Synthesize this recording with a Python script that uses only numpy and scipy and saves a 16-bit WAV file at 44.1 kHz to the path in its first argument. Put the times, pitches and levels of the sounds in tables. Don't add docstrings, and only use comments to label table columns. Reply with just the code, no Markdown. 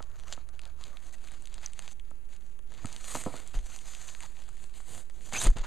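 import sys
import numpy as np
from scipy import signal
from scipy.fft import rfft, irfft, next_fast_len
from scipy.io import wavfile
from scipy.ndimage import uniform_filter1d, map_coordinates

SR = 44100
rng = np.random.default_rng(int(sys.argv[2]) if len(sys.argv) > 2 else 0)


def to_wav(sig):
    pcm = np.clip(np.atleast_2d(sig), -1, 1) * 32767
    pcm = np.round(pcm).astype(np.int16)
    wavfile.write(sys.argv[1], SR, pcm.T)


N = 249606

# start_s, attack_s, hold_s, release_s, rub_db, hiss_db, drag_db
STROKES = [(0.13, 0.064, .05, 0.094, -69.5, -1, 1), (0.234, .095, 0.0045, 0.066, -58, 2.5, -1),
           (0.369, 0.032, .01, 0.047, -64, -18, -2), (0.513, 0.028, .005, 0.052, -68.5, -5.5, 3),
           (0.607, 0.037, .01, 0.16, -64.5, -18, 1), (0.764, 0.04, 0.048, 0.24, -60, -1.5, -3.5),
           (1.004, 0.047, 0.033, 0.037, -61, 1.5, -2), (1.117, 0.0178, 0.011, 0.011, -57.5, 3.5, -12),
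           (1.185, 0.069, 0.026, 0.032, -58.5, -1.5, -10), (1.29, 0.033, .015, 0.18, -60.5, -4.5, -2),
           (1.48, 0.051, .01, 0.18, -61.5, -13.5, -5.5), (1.598, 0.043, .005, 0.045, -52.5, -3, -21),
           (1.682, 0.18, 0.026, 0.032, -58.5, -1.5, -7), (1.882, 0.0367, .007, 0.0135, -62, 7, -4),
           (2.027, 0.031, .01, 0.23, -72, -13, -4), (2.272, 0.062, .005, 0.046, -61, -0.5, -6),
           (2.39, 0.028, 0.11, 0.043, -74.5, 2.5, -8), (2.654, 0.1, 0.091, 0.117, -62, -6, 1),
           (2.802, .05, 0.3, 0.16, -59.5, 2.5, -3), (2.988, .14, 0.08, 0.065, -48, 6.5, -5.5),
           (3.234, 0.03, 0.11, 0.14, -53, -1.5, -4.5), (3.527, 0.017, 0.0065, 0.056, -48.5, -4.5, -2),
           (3.628, 0.032, .01, 0.126, -60.5, 4.5, -5.5), (3.694, 0.041, .01, 0.2, -66.5, 14.5, -15),
           (3.803, .11, 0.0058, 0.17, -54.5, 4, -25.5), (3.949, .1, 0.026, 0.31, -59, 7.5, -24),
           (4.185, 0.055, .01, 0.044, -53.5, 0.5, -11), (4.333, 0.074, 0.015, 0.06, -66.5, 1.5, 2),
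           (4.557, 0.077, 0.025, 0.042, -66.5, 6, 1), (4.715, 0.058, .01, 0.13, -59, 3, -7),
           (4.835, 0.077, 0.093, .05, -56.5, 5.5, 1.5), (5.09, 0.089, 0.023, 0.085, -68, 3.5, 6),
           (5.154, 0.13, 0.096, .1, -61.5, 8, -1), (5.303, 0.053, 0.016, 0.057, -41, 1.5, -2.5),
           (5.356, 0.055, 0.027, 0.03, -42.5, 8, -6), (5.423, 0.039, 0.0045, 0.032, -37, -4, 0),
           (5.551, 0.018, .005, 0.1, -49.5, -23, -1), (5.627, 0.014, .03, .05, -50, -6, -14)]
RELEASE_DB = 19
# time_s, rub_db
BRUSH = [(0, -74.5), (.7, -83), (1.0, -70), (1.85, -68), (2.0, -79.5), (2.6, -81.5), (2.9, -65.5),
         (3.5, -64.5), (4.1, -64), (4.55, -67), (4.95, -74), (5.07, -73.5), (5.3, -64), (5.66, -65)]
BRUSH_HISS_DB, BRUSH_DRAG_DB = -0.5, -4
# time_s, level_db
FINGERS = [(0, -69), (.14, -67), (.2, -85), (.27, -60), (.4, -72), (.48, -72.5), (.58, -71), (.66, -58),
           (.73, -77), (.84, -65), (.94, -57.5), (1.02, -72.5), (1.4, -81), (1.9, -93)]
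# time_s, crinkle_gain_db
SLACK = [(0, 4), (.7, -2), (1.2, -2), (2.85, 1), (3.13, -3), (3.4, -0.5), (4.3, -3), (5.2, -2.5), (5.4, 1)]
# time_s, share_0_to_1
FIZZ_SHARE = [(0, 0.14), (.85, 0.2), (1.04, 0.36), (1.33, 0.55), (1.6, 0.32), (2.9, 0.3), (3.13, 0.66),
              (3.45, 0.84), (3.7, 0.4), (4.1, 0.26), (4.95, 0.88), (5.2, 0.36), (5.38, 0.42), (5.46, 0.7),
              (5.55, 0.26)]
# freq_hz, relative_db_per_hz
SKIN_SPECTRUM = [(350, -16), (560, 2), (800, -5.5), (1150, 2.5), (1700, -5), (2600, -30)]
# freq_hz, relative_db_per_hz
DRAG_SPECTRUM = [(50, -12.5), (110, 5), (250, -3.5), (550, -6), (800, -8.5), (1600, -38)]
# freq_hz, relative_db_per_hz
RUB_SPECTRUM = [(300, -23), (650, -0.5), (1200, 0.5), (2000, 0), (3000, -1.5), (4300, -0.5), (5500, -9),
                (7000, -1.5), (12000, -87)]
# freq_hz, relative_db_per_hz
HISS_SPECTRUM = [(3500, -17), (5400, -5), (6300, 4), (7400, 0), (9000, -27), (11000, -25), (13000, -32),
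                 (15000, -28)]
# freq_hz, relative_db_per_hz
FIZZ_SPECTRUM = [(5500, -16), (7200, 0), (8200, 0.5), (9400, -4.5), (11500, -12), (13500, -22),
                 (15000, -28)]
# start_s, body_db, ring_db, tick_db, ring_hz
SNAPS = [(.026, -60, -51, -53.5, 3830), (.198, -58.5, -56.5, -58.5, 3770), (.2361, -57, -58, -64, 3420),
         (.282, -69, -53.5, -56, 2300), (.3256, -45, -35.5, -62, 4400), (.3294, -57, -45, -53, 4060),
         (.336, -73, -44.5, -58, 4040), (.4896, -62.5, -61, -57.5, 3760), (.593, -55, -48.5, -55, 3500),
         (.617, -64, -57.5, -59, 3280), (.6538, -64, -52, -56, 3450), (.839, -65, -44.5, -51, 4170),
         (.9708, -58, -49.5, -62.5, 2900), (1.318, -58, -71.5, -54.5, 2870),
         (1.4227, -63, -64, -55.5, 2200), (1.4561, -75, -54.5, -52, 3570), (1.4728, -66, -52, -55, 3120),
         (1.542, -76, -51, -47.5, 3660), (1.581, -55, -51.5, -66, 3660), (1.734, -76, -54.5, -51, 2720),
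         (1.7921, -49.5, -45, -42, 2860), (1.8786, -53, -46.5, -52, 3270), (1.9972, -69, -54, -63, 2370),
         (2.108, -78, -68, -61, 2500), (2.3645, -72, -63, -59.5, 3500), (2.591, -63.5, -63.5, -64, 2540),
         (2.7205, -56, -62, -61, 2400), (2.857, -50, -48.5, -43.5, 3600), (2.9279, -73, -52, -47, 4000),
         (2.9635, -68.5, -43.5, -47, 4020), (3.0431, -52.5, -49.5, -49, 2530),
         (3.238, -45.5, -58, -42, 2200), (3.4755, -71, -72, -48, 3126), (3.5424, -49, -60, -66, 2300),
         (3.5892, -58, -53, -56, 3000), (3.762, -54, -50, -45.5, 4000), (3.7892, -76.5, -52, -52, 3900),
         (3.95, -63, -46.5, -49.5, 3380), (4.0886, -72, -48, -66.5, 3040), (4.1496, -51, -50.5, -55, 3700),
         (4.2055, -53.5, -46.5, -47, 2070), (4.4902, -55.5, -68, -56, 2190),
         (4.6408, -57.5, -58, -54.5, 3460), (4.8031, -53, -73.5, -65, 2700),
         (5.0987, -57.5, -60.5, -59, 3880), (5.3251, -40.5, -47, -56.5, 2450),
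         (5.3384, -44.5, -40, -45, 2550), (5.416, -37.5, -39, -38, 3250), (5.4479, -58, -44, -36, 2800),
         (5.4703, -36.5, -47, -34.5, 2820), (5.5029, -50, -65, -50, 2300), (5.5733, -42, -53, -54, 2450)]
# body_db, ring_db, tick_db
CREASE_DB = [-4, 1.5, -1.5]
CREASES_PER_S, CREASE_SPREAD_DB = 15, 2.5
CREASE_MAX_RUB_DB = -52
CREASE_HZ = 3240
# start_s, level_db, softness_corner_hz, t60_s
KNOCKS = [(.003, -44, 1600, 0.0204), (0.376, -47.5, 1500, 0.02), (1.318, -56, 200, 0.063),
          (2.112, -53, 1040, 0.019), (2.592, -62.5, 600, 0.023), (2.8455, -33, 216, 0.056),
          (2.8454, -41, 1920, 0.029), (3.151, -31.5, 1580, 0.041), (3.166, -40.5, 710, 0.02),
          (3.262, -28.5, 520, 0.065), (3.272, -37, 800, 0.067), (3.282, -41, 905, 0.42),
          (3.339, -39.5, 1180, 0.1), (3.548, -43, 129, 0.0097), (5.462, -31.5, 167.6, 0.13),
          (5.466, -40, 2200, 0.047), (5.558, -38, 176, 0.022), (5.566, -45, 1750, 0.099)]
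# freq_hz, width_hz, gain_db
BOX_MODES = [(95, 75, -0.5), (222, 100, 3.5), (290, 146, 3), (377, 96, -0.5), (560, 214, -0.5),
             (768, 190, 0.5), (955, 174, -0.5), (1303, 94, 3), (1850, 1200, -10), (2260, 170, -12)]
# start_s, length_s, first_hz, last_hz, level_db, octave_db, pitch_unsteadiness_0_to_1
SQUEAKS = [(0.325, 0.016, 7480, 7000, -45.5, -36.5, 0.04), (1.134, 0.0186, 1910, 1956, -60, -4, 0.03),
           (1.661, 0.0013, 6470, 6050, -24.5, -46, 0.03), (3.713, 0.052, 1180, 3200, -57, 0, 0.2),
           (4.233, 0.015, 975, 785, -53, -15.5, 0.02), (5.34, 0.04, 2173, 2730, -37.5, -28, 0.05),
           (5.345, 0.014, 1366, 2140, -39.5, -11, 0.1), (5.377, 0.0227, 3010, 3300, -33, 14, 0.03),
           (5.399, 0.0243, 3512, 3930, -38, 2, 0.04), (5.433, 0.016, 8970, 8950, -34.5, -30, 0),
           (5.632, 0.029, 873, 1600, -47.5, -21, 0.2)]
# start_s, peak_db, freq_hz, length_s
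PUFFS = [(3.551, -20, 25, 0.055), (3.617, -34.5, 29, 0.0644), (5.4592, -10, 26, 0.067),
         (5.571, -23, 20.8, 0.0784)]
# freq_hz, relative_db_per_hz
ROOM_SPECTRUM = [(10, -2.5), (20, -1.5), (33, -11), (54, -17), (128, -32.5), (357, -38.5), (600, -45.5),
                 (2850, -52.5), (4100, -70), (6700, -61), (12000, -58), (13400, -65), (15000, -88)]
HUM_HZ, HUM_DB, HUM_FADE_START_S, HUM_FADE_DB_PER_S = 71, -58, .8, 130
WHINE_START_HZ, WHINE_RISE_HZ_PER_S, WHINE_WOBBLE_HZ, WHINE_DB = 10100, 150, 70, -84.5
# freq_hz, relative_db_per_hz
CIRCUIT_SPECTRUM = [(20, 2), (60, -0.5), (150, -13), (400, -20.5), (1000, -30), (4000, -49.5), (7000, -44),
                    (12000, -32.5), (15000, -40.5)]
TOP_HZ = 15300


def amp(db):
    return 10 ** (np.asarray(db) / 20)


def unit(x):
    return x / np.sqrt(np.mean(x ** 2) + 1e-20)


def clock(length_s):
    return np.arange(int(length_s * SR)) / SR


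def curves(rows):
    time_s, *columns = np.transpose(rows)
    return [np.interp(np.arange(N) / SR, time_s, column) for column in columns]


def wobble(knots_per_s):
    knots = rng.standard_normal(int(N * knots_per_s / SR) + 4)
    return map_coordinates(knots, [np.arange(N) * knots_per_s / SR])


def filtered(x, response):
    size = next_fast_len(len(x) + 8192)
    spectrum = rfft(x, size) * response(np.fft.rfftfreq(size, 1 / SR))
    return irfft(spectrum, size)[:len(x)]


def coloured(x, spectrum):
    hz, db = np.transpose(spectrum)
    return unit(filtered(x, lambda f: amp(np.interp(np.log(f + 1), np.log(hz), db))))


def resonance(f, hz, width_hz):
    return 1j * f * width_hz / (hz * hz - f * f + 1j * f * width_hz)


def burst(x, length_s):
    return x * np.sqrt(length_s * SR / np.sum(x ** 2))


def add(track, start_s, sound):
    target = track[max(0, round(start_s * SR)):][:len(sound)]
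    target += sound[:len(target)]


def contact():
    t = np.arange(N) / SR
    brush_db, = curves(BRUSH)
    power = amp(brush_db + np.array([[0], [BRUSH_HISS_DB], [BRUSH_DRAG_DB]])) ** 2
    for start_s, attack_s, hold_s, release_s, rub_db, hiss_db, drag_db in STROKES:
        swell = np.sin(np.pi / 2 * np.clip((t - start_s) / attack_s, 0, 1)) ** 2
        fade_db = RELEASE_DB * np.maximum(t - start_s - attack_s - hold_s, 0) / release_s
        envelope = swell * amp(-np.minimum(fade_db, 100))
        layer_gains = amp(rub_db + np.array([[0], [hiss_db], [drag_db]]))
        power += (layer_gains * envelope) ** 2
    return 10 * np.log10(power)


def grains(rate_per_s, spread_db):
    sizes = amp(spread_db * np.minimum(rng.exponential(size=N), 4))
    happens = rng.random(N) < rate_per_s / SR
    return unit(happens * sizes * rng.choice([-1, 1], N))


def patchy(x, depth_db, bin_size=5, frame_size=12):
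    z = signal.stft(x, nperseg=512)[2]
    across_bins = uniform_filter1d(rng.standard_normal(z.shape), bin_size, 0)
    field = uniform_filter1d(across_bins, frame_size, 1)
    return unit(signal.istft(z * amp(depth_db * unit(field)))[1][:N])


def sliding(rub_db, hiss_db, drag_db):
    finger_db, = curves(FINGERS)
    slack_db, = curves(SLACK)
    share = np.clip(curves(FIZZ_SHARE)[0], 0, 1)
    crinkle = amp(slack_db) * grains(rate_per_s=520, spread_db=5.0)
    grip_db = 2.0 * wobble(90)

    def friction(spectrum, crinkle_db, patchy_db):
        slips = patchy(rng.standard_normal(N), patchy_db)
        return coloured(slips + amp(crinkle_db) * crinkle, spectrum)

    skin = amp(finger_db + grip_db) * friction(SKIN_SPECTRUM, crinkle_db=-17, patchy_db=4.0)
    drag = amp(drag_db) * friction(DRAG_SPECTRUM, crinkle_db=-5, patchy_db=3.0)
    rub = amp(rub_db + grip_db) * friction(RUB_SPECTRUM, crinkle_db=-6.0, patchy_db=2.0)
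    hiss = np.sqrt(1 - share) * friction(HISS_SPECTRUM, crinkle_db=-2.0, patchy_db=4.5)
    fizz = np.sqrt(share) * friction(FIZZ_SPECTRUM, crinkle_db=-9.0, patchy_db=1.2)
    treble_gain = amp(hiss_db + 0.68 * grip_db - 1.0)
    return skin + drag + rub + treble_gain * (hiss + fizz)


def small_creases(rub_db, count=200):
    chance, scatter = rng.random((count, 2)), rng.standard_normal((count, 4))
    start_s = chance[:, 0] * N / SR
    local_db = np.minimum(rub_db[(chance[:, 0] * N).astype(int)], CREASE_MAX_RUB_DB)
    levels_db = local_db[:, None] + CREASE_DB + CREASE_SPREAD_DB * scatter[:, 1:]
    ring_hz = CREASE_HZ * 2 ** (.5 * np.tanh(scatter[:, 0]))
    rows = np.column_stack([start_s, levels_db, ring_hz])
    return list(rows[chance[:, 1] < CREASES_PER_S * N / SR / count])


def snaps(creases, t60_s=0.0035, tail_db=-24, tail_t60_s=0.055, ring_spread=1.42):
    out, t = np.zeros(N), clock(0.044)
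    for start_s, *levels_db, ring_hz in creases:
        decay = amp(-60 * t / t60_s) + amp(tail_db - 60 * t / tail_t60_s)
        crack = rng.standard_normal(len(t)) * decay
        crack[0] += 4 * rng.choice([-1, 1])
        bands_hz = [(500, 1900), (ring_hz / ring_spread, ring_hz * ring_spread), (5900, 9200)]
        for edges_hz, db, trim_db in zip(bands_hz, levels_db, [.3, .6, 1.2]):
            band = signal.butter(3, edges_hz, "band", fs=SR, output="sos")
            part = signal.sosfilt(band, crack)
            add(out, start_s, amp(db + trim_db) * burst(part, .005))
    return out


def box(f):
    return sum((-1) ** k * amp(db) * resonance(f, hz, width_hz)
               for k, (hz, width_hz, db) in enumerate(BOX_MODES))


def knocks(chatter=0.045):
    out, t = np.zeros(N), clock(.2)
    for start_s, db, soft_hz, t60_s in KNOCKS:
        force = chatter * rng.standard_normal(len(t)) * amp(-60 * t / t60_s)
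        force[0] += 1
        ring = filtered(force, lambda f: box(f) / (1 + 1j * np.sqrt(2) * f / soft_hz - (f / soft_hz) ** 2))
        add(out, start_s, amp(db) * burst(ring, 0.00812))
    return out


def squeaks():
    out = np.zeros(N)
    for start_s, length_s, first_hz, last_hz, db, octave_db, jitter in SQUEAKS:
        u = clock(length_s) / length_s
        glide_hz = first_hz + (last_hz - first_hz) * u
        hz = glide_hz * (1 + jitter * wobble(774)[:len(u)])
        phase = 2 * np.pi * np.cumsum(hz) / SR
        swell = np.sqrt(np.abs(np.sin(np.pi * u))) * amp(1.0 * wobble(460)[:len(u)])
        tone = np.sin(phase) + amp(octave_db) * np.sin(2 * phase)
        add(out, start_s, amp(db) * unit(swell * tone))
    return out


def puffs():
    out = np.zeros(N)
    for start_s, db, hz, length_s in PUFFS:
        t = clock(length_s)
        swing = np.cos(2 * np.pi * hz * (t - length_s / 2))
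        add(out, start_s, amp(db) * np.sin(np.pi * t / length_s) * swing)
    return out


def background():
    t = np.arange(N) / SR
    room = amp(-46.5) * coloured(rng.standard_normal(N), ROOM_SPECTRUM)
    hum_db = HUM_DB - HUM_FADE_DB_PER_S * np.maximum(t - HUM_FADE_START_S, 0)
    hum = amp(hum_db) * unit(np.sin(2 * np.pi * HUM_HZ * t))
    whine_hz = WHINE_START_HZ + WHINE_RISE_HZ_PER_S * t + WHINE_WOBBLE_HZ * wobble(500)
    whine = amp(WHINE_DB) * unit(np.sin(2 * np.pi * np.cumsum(whine_hz) / SR))
    return room + hum + whine


def scene():
    rub_db, hiss_db, drag_db = contact()
    mono = sliding(rub_db, hiss_db, drag_db)
    mono = mono + snaps(SNAPS + small_creases(rub_db))
    mono = mono + knocks() + squeaks() + puffs() + background()
    return np.array([mono, mono])


def record(dry, notch_hz=5480, notch_width_hz=900):
    response = lambda f: (1 - resonance(f, notch_hz, notch_width_hz)) * (f < TOP_HZ)
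    offset = [[.0045], [.0222]]
    noisy = [channel + amp(-66.0) * coloured(rng.standard_normal(N), CIRCUIT_SPECTRUM) for channel in dry]
    return np.array([filtered(channel, response) for channel in noisy]) + offset


dry = scene()
out = record(dry)
to_wav(out)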